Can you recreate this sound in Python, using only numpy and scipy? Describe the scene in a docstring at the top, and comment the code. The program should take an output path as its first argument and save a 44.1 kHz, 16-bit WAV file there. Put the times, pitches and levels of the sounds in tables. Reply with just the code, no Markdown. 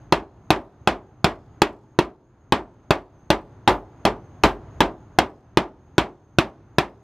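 """A low outdoor rumble and a thin high hiss are heard first, then a hammer closing a standing seam on a roof.
About 2.6 blows a second each excite damped modes of deck, panel and steel, the clank and crack of the
folded seam, and a dense field of bending waves in the panel; the loosest sheet also slaps back on its deck.
Faint echoes return from nearby roofs and walls; rumble and hiss are filtered noise.
The camera's gain control ducks after the blows, peaks are softly clipped and the top band is cut off."""
import sys
import numpy as np
from scipy import signal
from scipy.fft import rfft, irfft, next_fast_len
from scipy.io import wavfile
from scipy.ndimage import map_coordinates

SR = 44100
rng = np.random.default_rng(int(sys.argv[2]) if len(sys.argv) > 2 else 0)


def transcribe(u):
    """Save the signal u as a 16-bit wav file named by the first command-line argument.

    u: samples, shape (n,) or (channels, n), limited to [-1, 1]; the rate is SR.
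    q: integer samples, one column per channel.
    """
    v = np.clip(np.atleast_2d(u).T, -1, 1)
    q = np.round(v * 32767).astype(np.int16)
    wavfile.write(sys.argv[1], SR, q)


N = 310019  # length [samples]

THUD_DB, THUD_LOSS = 0.74, 0.56  # average thud [dB]; loss [dB per dB of looseness]: a lifted sheet passes less
HARDNESS_DB, HARDNESS_PER_CLANK = -1.15, 0.5  # top of the crack: average [dB]; [dB per dB of clank]
# panel treble: average [dB]; [dB per dB of looseness]; [dB per dB of crack]
SHIMMER_DB, SHIMMER_PER_LOOSE, SHIMMER_PER_CRACK = 0.83, 0.65, 0.6
SLAP_DELAY_S, SLAP_ABOVE_DB = 0.017, 5  # delay after the blow [s]; looseness above which the sheet slaps [dB]

# Hammer blows, levels against an average blow; looseness is how freely the sheet rings at that spot:
# (time [s], looseness [dB], knock [dB], clank [dB], crack [dB], clank pitch [Hz], seam ring pitch [Hz])
HAMMER_BLOWS = [(0.1238, 0, 1.5, 1.5, -3, 880, 3220), (0.5045, 1, 5, 3, -1.1, 730, 2520),
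                (0.874, 0, 0, 0, -2, 740, 2570), (1.2438, 0, -9, 0, -0.5, 720, 2460),
                (1.6188, -2, 2.5, 3.5, 0, 860, 2456), (1.9891, -3.5, 6, -3.5, -4.5, 930, 2680),
                (2.5226, -1, -2, 0.5, -3.5, 840, 3050), (2.907, -1, 2.5, -2, -2.3, 565, 2544),
                (3.3033, 0.3, 1.5, 0, -1.3, 595, 2820), (3.6761, 6.5, -8, -0.5, -3, 810, 3310),
                (4.0521, 2.3, -4, 1.5, -5, 595, 3400), (4.4361, 8, -6, 0, -1, 835, 2480),
                (4.8053, 3, -1.5, 2, -1, 870, 3890), (5.187, 0.2, 2.5, 5, 0, 710, 3255),
                (5.5725, -1, 7, 2, -2, 885, 2470), (5.9814, -0.2, 5, -4.5, 0.1, 570, 3136),
                (6.3859, -2.5, 4, -3, 0.6, 555, 2457), (6.7841, -4, 1.5, -7.5, -.5, 570, 2407)]


def hammering():
    """Impact excitation: each blow is a contact plus a panel response; a loose sheet thuds less and rings more."""
    t = np.arange(SR // 3) / SR
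    pattern = rng.standard_normal((2, len(t)))
    out = np.zeros((2, N + SR))
    for s, loose_db, knock_db, clank_db, crack_db, clank_hz, seam_hz in HAMMER_BLOWS:
        thud_db = THUD_DB - THUD_LOSS * loose_db
        hardness_db = HARDNESS_DB + HARDNESS_PER_CLANK * clank_db  # a square hit is harder
        treble_db = SHIMMER_DB + SHIMMER_PER_LOOSE * loose_db + SHIMMER_PER_CRACK * crack_db
        add(out, s, contact(t, thud_db, knock_db, clank_db, clank_hz, crack_db, hardness_db, seam_hz))
        add(out, s, panel(t, pattern, loose_db, treble_db))
        if loose_db > SLAP_ABOVE_DB:
            add(out, s + SLAP_DELAY_S, slap(t))
    return out[:, :N]


# Modes of the wooden deck under the seam: (frequency [Hz], level [dB], t60 [s])
DECK_MODES = [(146, -8.5, 0.036), (205, -13.5, 0.019)]
# Modes of the panel flexing next to the seam: (frequency [Hz], level [dB], t60 [s])
KNOCK_MODES = [(318, -10.5, 0.11), (343, -4.5, 0.05)]
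# Modes of the folded seam and the hammer head: (frequency [Hz], level [dB], t60 [s])
STEEL_MODES = [(1170, -6.5, 0.025), (1710, 2, 0.017), (2004, -14.5, .04), (2598, -1, 0.056),
               (3340, -5.5, 0.067), (3470, -7.5, 0.064), (4200, -7, 0.048), (5060, -9, 0.036)]
# Spectrum of the hammer face on the fold: (frequency [Hz], density [dB per Hz])
CRACK_SPECTRUM = [(300, -17), (1000, 2.5), (1500, 0.5), (2100, -8), (3600, -4), (5000, -11), (7000, -17),
                  (10000, -22.5), (13000, -23.5), (16000, -39)]


def contact(t, thud_db, knock_db, clank_db, clank_hz, crack_db, hardness_db, seam_hz):
    """Modal superposition: thud of the deck, knock of the panel, clank and crack of the fold, short steel ring."""
    thud = amp(thud_db) * ring(t, DECK_MODES, scatter_db=2.3, detune=0.017, attack=0.0005)
    knock = ring(t, KNOCK_MODES, scatter_db=4.5, detune=0.007, attack=0.000093)
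    knock = amp(knock_db - 15) * level(knock, 0.0084)
    clank = amp(clank_db - 14) * level(mode(t, clank_hz, t60=0.018, attack=0.0021), 0.011)
    grit = snaps(t, spread=0.0045, count=6) + amp(-4.5) * crunch(t, t60=0.041, count=56)
    crack = amp(-13) * level(coloured(grit, CRACK_SPECTRUM, width_db=1.5), 0.008)
    # a harder contact is brighter
    crack = filtered(crack, lambda hz: amp(hardness_db * along([(3500, 0), (6000, 0.84)], hz)))
    steel = ring(t, STEEL_MODES, scatter_db=2, detune=0.02, attack=0.00016)
    steel = amp(-26) * level(steel, 0.054)
    seam = amp(-28) * level(mode(t, seam_hz, t60=0.081, attack=0.00022), 0.044)
    return thud + knock + clank + amp(crack_db) * (crack + steel + seam)


def mode(t, hz, t60, attack):
    """Damped harmonic oscillator: a struck resonance swings about rest and decays exponentially."""
    swing = np.sin(2 * np.pi * hz * t) * amp(-60 * t / t60) * (1 - np.exp(-t / attack))
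    return np.gradient(swing) * SR / (2 * np.pi * hz)  # the air follows the speed of the surface


def ring(t, modes, scatter_db, detune, attack):
    """Modal superposition: strengths and pitches of the modes vary at random from blow to blow."""
    out = 0
    for hz, db, t60 in modes:
        strength, shift = rng.standard_normal(2)
        out = out + amp(db + scatter_db * strength) * mode(t, hz * (1 + detune * shift), t60, attack)
    return out


def snaps(t, spread, count):
    """Impulse train: the layers of the fold snap together one after another, the first hardest."""
    order = np.arange(count)
    starts = ((order + rng.uniform(0.1, 0.9, count)) * spread / count * SR).astype(int)
    clicks = np.zeros((2, len(t)))
    clicks[:, starts] = amp(-2.3 * order) * rng.choice([-1, 1], (2, count))
    return level(clicks, 0.0051)


def crunch(t, t60, count):
    """Additive synthesis: random short damped tones sum to a brief, rough, bright crunch within the crack."""
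    brief = t[:SR // 16]
    hz = rng.uniform(1200, 15000, (2, count, 1))
    sizes = amp(3.9 * rng.standard_normal((2, count, 1)))
    cycles = hz * brief + rng.random((2, count, 1))
    tones = (sizes * np.sin(2 * np.pi * cycles)).sum(1)
    tones = tones * amp(-60 * brief / t60) * (1 - np.exp(-brief / 0.0005))
    return level(np.pad(tones, ((0, 0), (0, len(t) - len(brief)))), 0.0083)


BODY_PER_LOOSE, BOOM_PER_LOOSE = 0.8, 1.5  # panel ring and boom [dB per dB of looseness]

# Decay of the bending waves: (frequency [Hz], t60 [s])
PANEL_DAMPING = [(60, 0.16), (330, 0.3), (900, 0.23), (2000, 0.17), (4000, 0.14), (12000, 0.15)]
# Dense modes of the panel, its body: (frequency [Hz], density [dB per Hz])
BODY_SPECTRUM = [(30, -16.5), (60, -2.5), (130, -10.5), (240, -5), (340, -1), (400, -0.5), (470, -9.5),
                 (600, -2.5), (900, -2.5), (1200, -6), (1600, -21), (2600, -51)]
# Dense modes of the panel, its treble: (frequency [Hz], density [dB per Hz])
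SHIMMER_SPECTRUM = [(900, -29), (1600, -1.5), (2100, -0.5), (2600, -3.5), (3400, -5), (5000, -14.5),
                    (7000, -22), (10000, -31.5), (13000, -36), (16000, -56)]
# The whole panel booming on its deck: (frequency [Hz], level [dB], t60 [s])
BOOM_MODES = [(47.7, -31.5, 0.38), (76, -35, 0.11)]


def panel(t, pattern, loose_db, treble_db):
    """Diffuse bending-wave field: noise with frequency-dependent damping, partly shared by all blows."""
    waves = 0.5 * pattern + rng.standard_normal(pattern.shape)
    hz, s, z = signal.stft(waves, SR, nperseg=256)
    decay = amp(-60 * s / along(PANEL_DAMPING, hz)[:, None])
    waves = signal.istft(z * decay, SR, nperseg=256)[1][:, :len(t)]
    # the treble builds up more slowly than the body, and flickers
    long_waves = waves * (1 - np.exp(-t / 0.0028))
    short_waves = waves * (1 - np.exp(-t / 0.0066)) * amp(0.62 * wobble(len(t), rate=120))
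    body = amp(-16.5) * level(coloured(long_waves, BODY_SPECTRUM, width_db=-1), 0.05)
    shimmer = amp(-26) * level(coloured(short_waves, SHIMMER_SPECTRUM, width_db=3.5), 0.074)
    boom = ring(t, BOOM_MODES, scatter_db=0.5, detune=0.02, attack=0.0053)
    body = amp(BODY_PER_LOOSE * loose_db) * body
    boom = amp(BOOM_PER_LOOSE * loose_db) * boom
    return body + boom + amp(treble_db) * shimmer


# Spectrum of the sheet meeting the deck: (frequency [Hz], density [dB per Hz])
SLAP_SPECTRUM = [(30, -8), (55, 1.5), (150, -10), (260, -11), (420, -2.5), (600, -0.5), (1100, 0.5),
                 (1700, -12), (3000, -33.5)]


def slap(t):
    """Secondary impact: the sheet falls back with a dull decaying noise burst and a tick."""
    burst = rng.standard_normal((2, len(t))) * amp(-60 * t / 0.2)
    dull = level(coloured(burst, SLAP_SPECTRUM, width_db=3.5), 0.012)
    tick = level(coloured(snaps(t, spread=0.006, count=4), CRACK_SPECTRUM, width_db=1.5), 0.01)
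    return amp(-22.5) * dull + amp(-26.5) * tick


# Spectrum of the echoes from nearby roofs and walls: (frequency [Hz], level [dB])
ECHO_SPECTRUM = [(40, -7.5), (330, 6), (900, -0.5), (2000, -17.5), (5000, -7), (12000, -5)]


def surroundings(x):
    """Diffuse reflection: convolution with a decaying noise tail gives scattered echoes of roofs and walls."""
    t = np.arange(SR // 2) / SR
    scatter = rng.standard_normal((2, len(t))) * amp(3.5 * wobble(len(t), rate=150))
    onset = np.clip((t - 0.03) / 0.019, 0, 1)  # nothing returns in the first 30 ms
    tail = coloured(scatter * amp(-60 * t / 0.72) * onset, ECHO_SPECTRUM, width_db=6.5)
    tail = tail / np.linalg.norm(tail[0])
    return signal.fftconvolve(x.mean(0)[None], tail, axes=1)[:, :N]


RUMBLE_DB, HISS_DB = 0.02, -24.5  # against the background level [dB]

# Course of the background: (time [s], level [dB])
BACKGROUND_LEVEL = [(0.0, -46), (0.23, -49.5), (1.57, -49), (2.17, -54.5), (4.07, -45.5), (4.82, -43.5),
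                    (5.4, -50), (7.03, -50)]
# Spectrum of distant traffic and air: (frequency [Hz], density [dB per Hz])
RUMBLE_SPECTRUM = [(20, -9), (50, -5.5), (120, 2), (190, -8.5), (330, -8.5), (500, -17), (850, -16.5),
                   (1400, -22.5), (2200, -33.5), (4500, -45), (9000, -61.5), (16000, -71)]
# Spectrum of the thin hiss: (frequency [Hz], density [dB per Hz])
HISS_SPECTRUM = [(6000, -35), (6250, -13), (6370, -5), (6480, -9), (6580, 0), (6690, -16), (6950, -35)]


def outdoors():
    """Filtered noise: a distant rumble that swells and ebbs, and a thin wavering hiss, perhaps insects."""
    outdoors_db = np.interp(np.arange(N) / SR, *np.transpose(BACKGROUND_LEVEL))
    rumble = level(coloured(rng.standard_normal((2, N)), RUMBLE_SPECTRUM, width_db=9), N / SR)
    hiss = level(coloured(rng.standard_normal((2, N)), HISS_SPECTRUM, width_db=1), N / SR)
    # a frequency shift lets the pitch of the hiss wander by some tens of Hz
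    drift = np.exp(2j * np.pi * np.cumsum(50 * wobble(N, rate=7.8)) / SR)
    hiss = (signal.hilbert(hiss, next_fast_len(N))[:, :N] * drift).real
    rumble = amp(RUMBLE_DB + wobble(N, rate=6)) * rumble
    hiss = amp(HISS_DB + hiss_dips() + 1.5 * wobble(N, rate=12)) * hiss
    return amp(outdoors_db) * (rumble + hiss)


HISS_DIP_DB, HISS_RETURN_S = 9.5, 0.33  # depth of the dip [dB] and time to return [s]


def hiss_dips():
    """Level modulation: the hiss drops at each blow and returns linearly in dB."""
    since = np.arange(N) / SR - np.array(HAMMER_BLOWS)[:, :1]
    dips = np.clip(1 - since / HISS_RETURN_S, 0, 1) * (since > 0)
    return -HISS_DIP_DB * dips.max(0)


def scene():
    """Superposition: direct hammering, its faint echoes and the outdoor background add up."""
    work = hammering()
    return work + amp(-33.5) * surroundings(work) + outdoors()


def amp(db):
    """Logarithmic level: decibels to amplitude gain."""
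    return 10 ** (np.asarray(db) / 20)


def along(points, hz):
    """Logarithmic frequency scale: interpolate (frequency [Hz], value) points on it."""
    f, v = np.transpose(points)
    return np.interp(np.log(hz + 1), np.log(f), v)


def level(x, seconds):
    """Root-mean-square level: scale x to rms 1 over its first seconds."""
    return x / np.sqrt(np.mean(x[..., :int(seconds * SR)] ** 2) + 1e-20)


def filtered(x, gain):
    """Minimum-phase filtering: folding the cepstrum makes a causal filter of the given gain(hz)."""
    n = x.shape[-1]
    m = 2 * next_fast_len(n // 2 + 4096)
    cepstrum = irfft(np.log(np.maximum(gain(np.fft.rfftfreq(m, 1 / SR)), 1e-6)))
    cepstrum[1:m // 2] *= 2
    cepstrum[m // 2 + 1:] = 0
    return irfft(rfft(x, m) * np.exp(rfft(cepstrum)), m)[..., :n]


# Stereo width before each source's own offset: (frequency [Hz], side against mid [dB])
STEREO_WIDTH = [(100, -40.5), (300, -31.5), (600, -33.5), (1000, -29), (2000, -18.5), (4000, -13.5),
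                (8000, -6), (14000, -5)]


def coloured(pair, spectrum, width_db):
    """Mid-side stereo: shape two signals into left and right, narrow in the bass and wider in the treble."""
    mid = filtered(pair[0], lambda hz: amp(along(spectrum, hz)))
    side = filtered(pair[1], lambda hz: amp(along(spectrum, hz) + along(STEREO_WIDTH, hz) + width_db))
    return np.array([mid + side, mid - side])


def wobble(n, rate):
    """Band-limited random modulation: a smooth curve through rate random knots a second."""
    knots = rng.standard_normal(int(n * rate / SR) + 4)
    return map_coordinates(knots, [np.arange(n) * rate / SR])


def add(out, s, sound):
    """Linear superposition: mix a sound into out at s seconds."""
    out[:, round(s * SR):][:, :sound.shape[1]] += sound


def ducked(x, threshold_db, slope, release_db_per_s, attack):
    """Automatic gain control: loud sound pulls the gain down fast, and it creeps back."""
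    def smooth(v, seconds):
        """First-order low-pass: exponential averaging with this time constant."""
        return signal.lfilter([1 / (seconds * SR)], [1, 1 / (seconds * SR) - 1], v)

    loudness_db = 10 * np.log10(smooth(x.mean(0) ** 2, 0.0034) + 1e-12)
    wanted_db = slope * np.maximum(loudness_db - threshold_db, 0)
    # a running maximum on a rising ramp lets the cut shrink only at the release rate
    ramp = release_db_per_s * np.arange(N) / SR
    cut_db = np.maximum.accumulate(wanted_db + ramp) - ramp
    return x * amp(-smooth(cut_db, attack))


TOP_HZ = 15800  # band limit [Hz]

# Response of the microphone: (frequency [Hz], level [dB])
MICROPHONE_RESPONSE = [(15, -22), (30, -8.5), (45, 1.5), (13000, -2), (15000, -1), (16000, -7.5)]


def record(dry):
    """Transducer chain: microphone response, gain control, soft saturation of the peaks, steep low-pass."""
    x = filtered(dry, lambda hz: amp(along(MICROPHONE_RESPONSE, hz)))
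    x = ducked(x, threshold_db=-18.5, slope=0.48, release_db_per_s=16.0, attack=0.011)
    x = x / (1 + np.abs(x) ** 8) ** (1 / 8)
    m = next_fast_len(N + SR)
    low_pass = 1 / (1 + (np.fft.rfftfreq(m, 1 / SR) / TOP_HZ) ** 60)
    return irfft(rfft(x, m) * low_pass, m)[:, :N]


dry = scene()
out = record(dry)
transcribe(out)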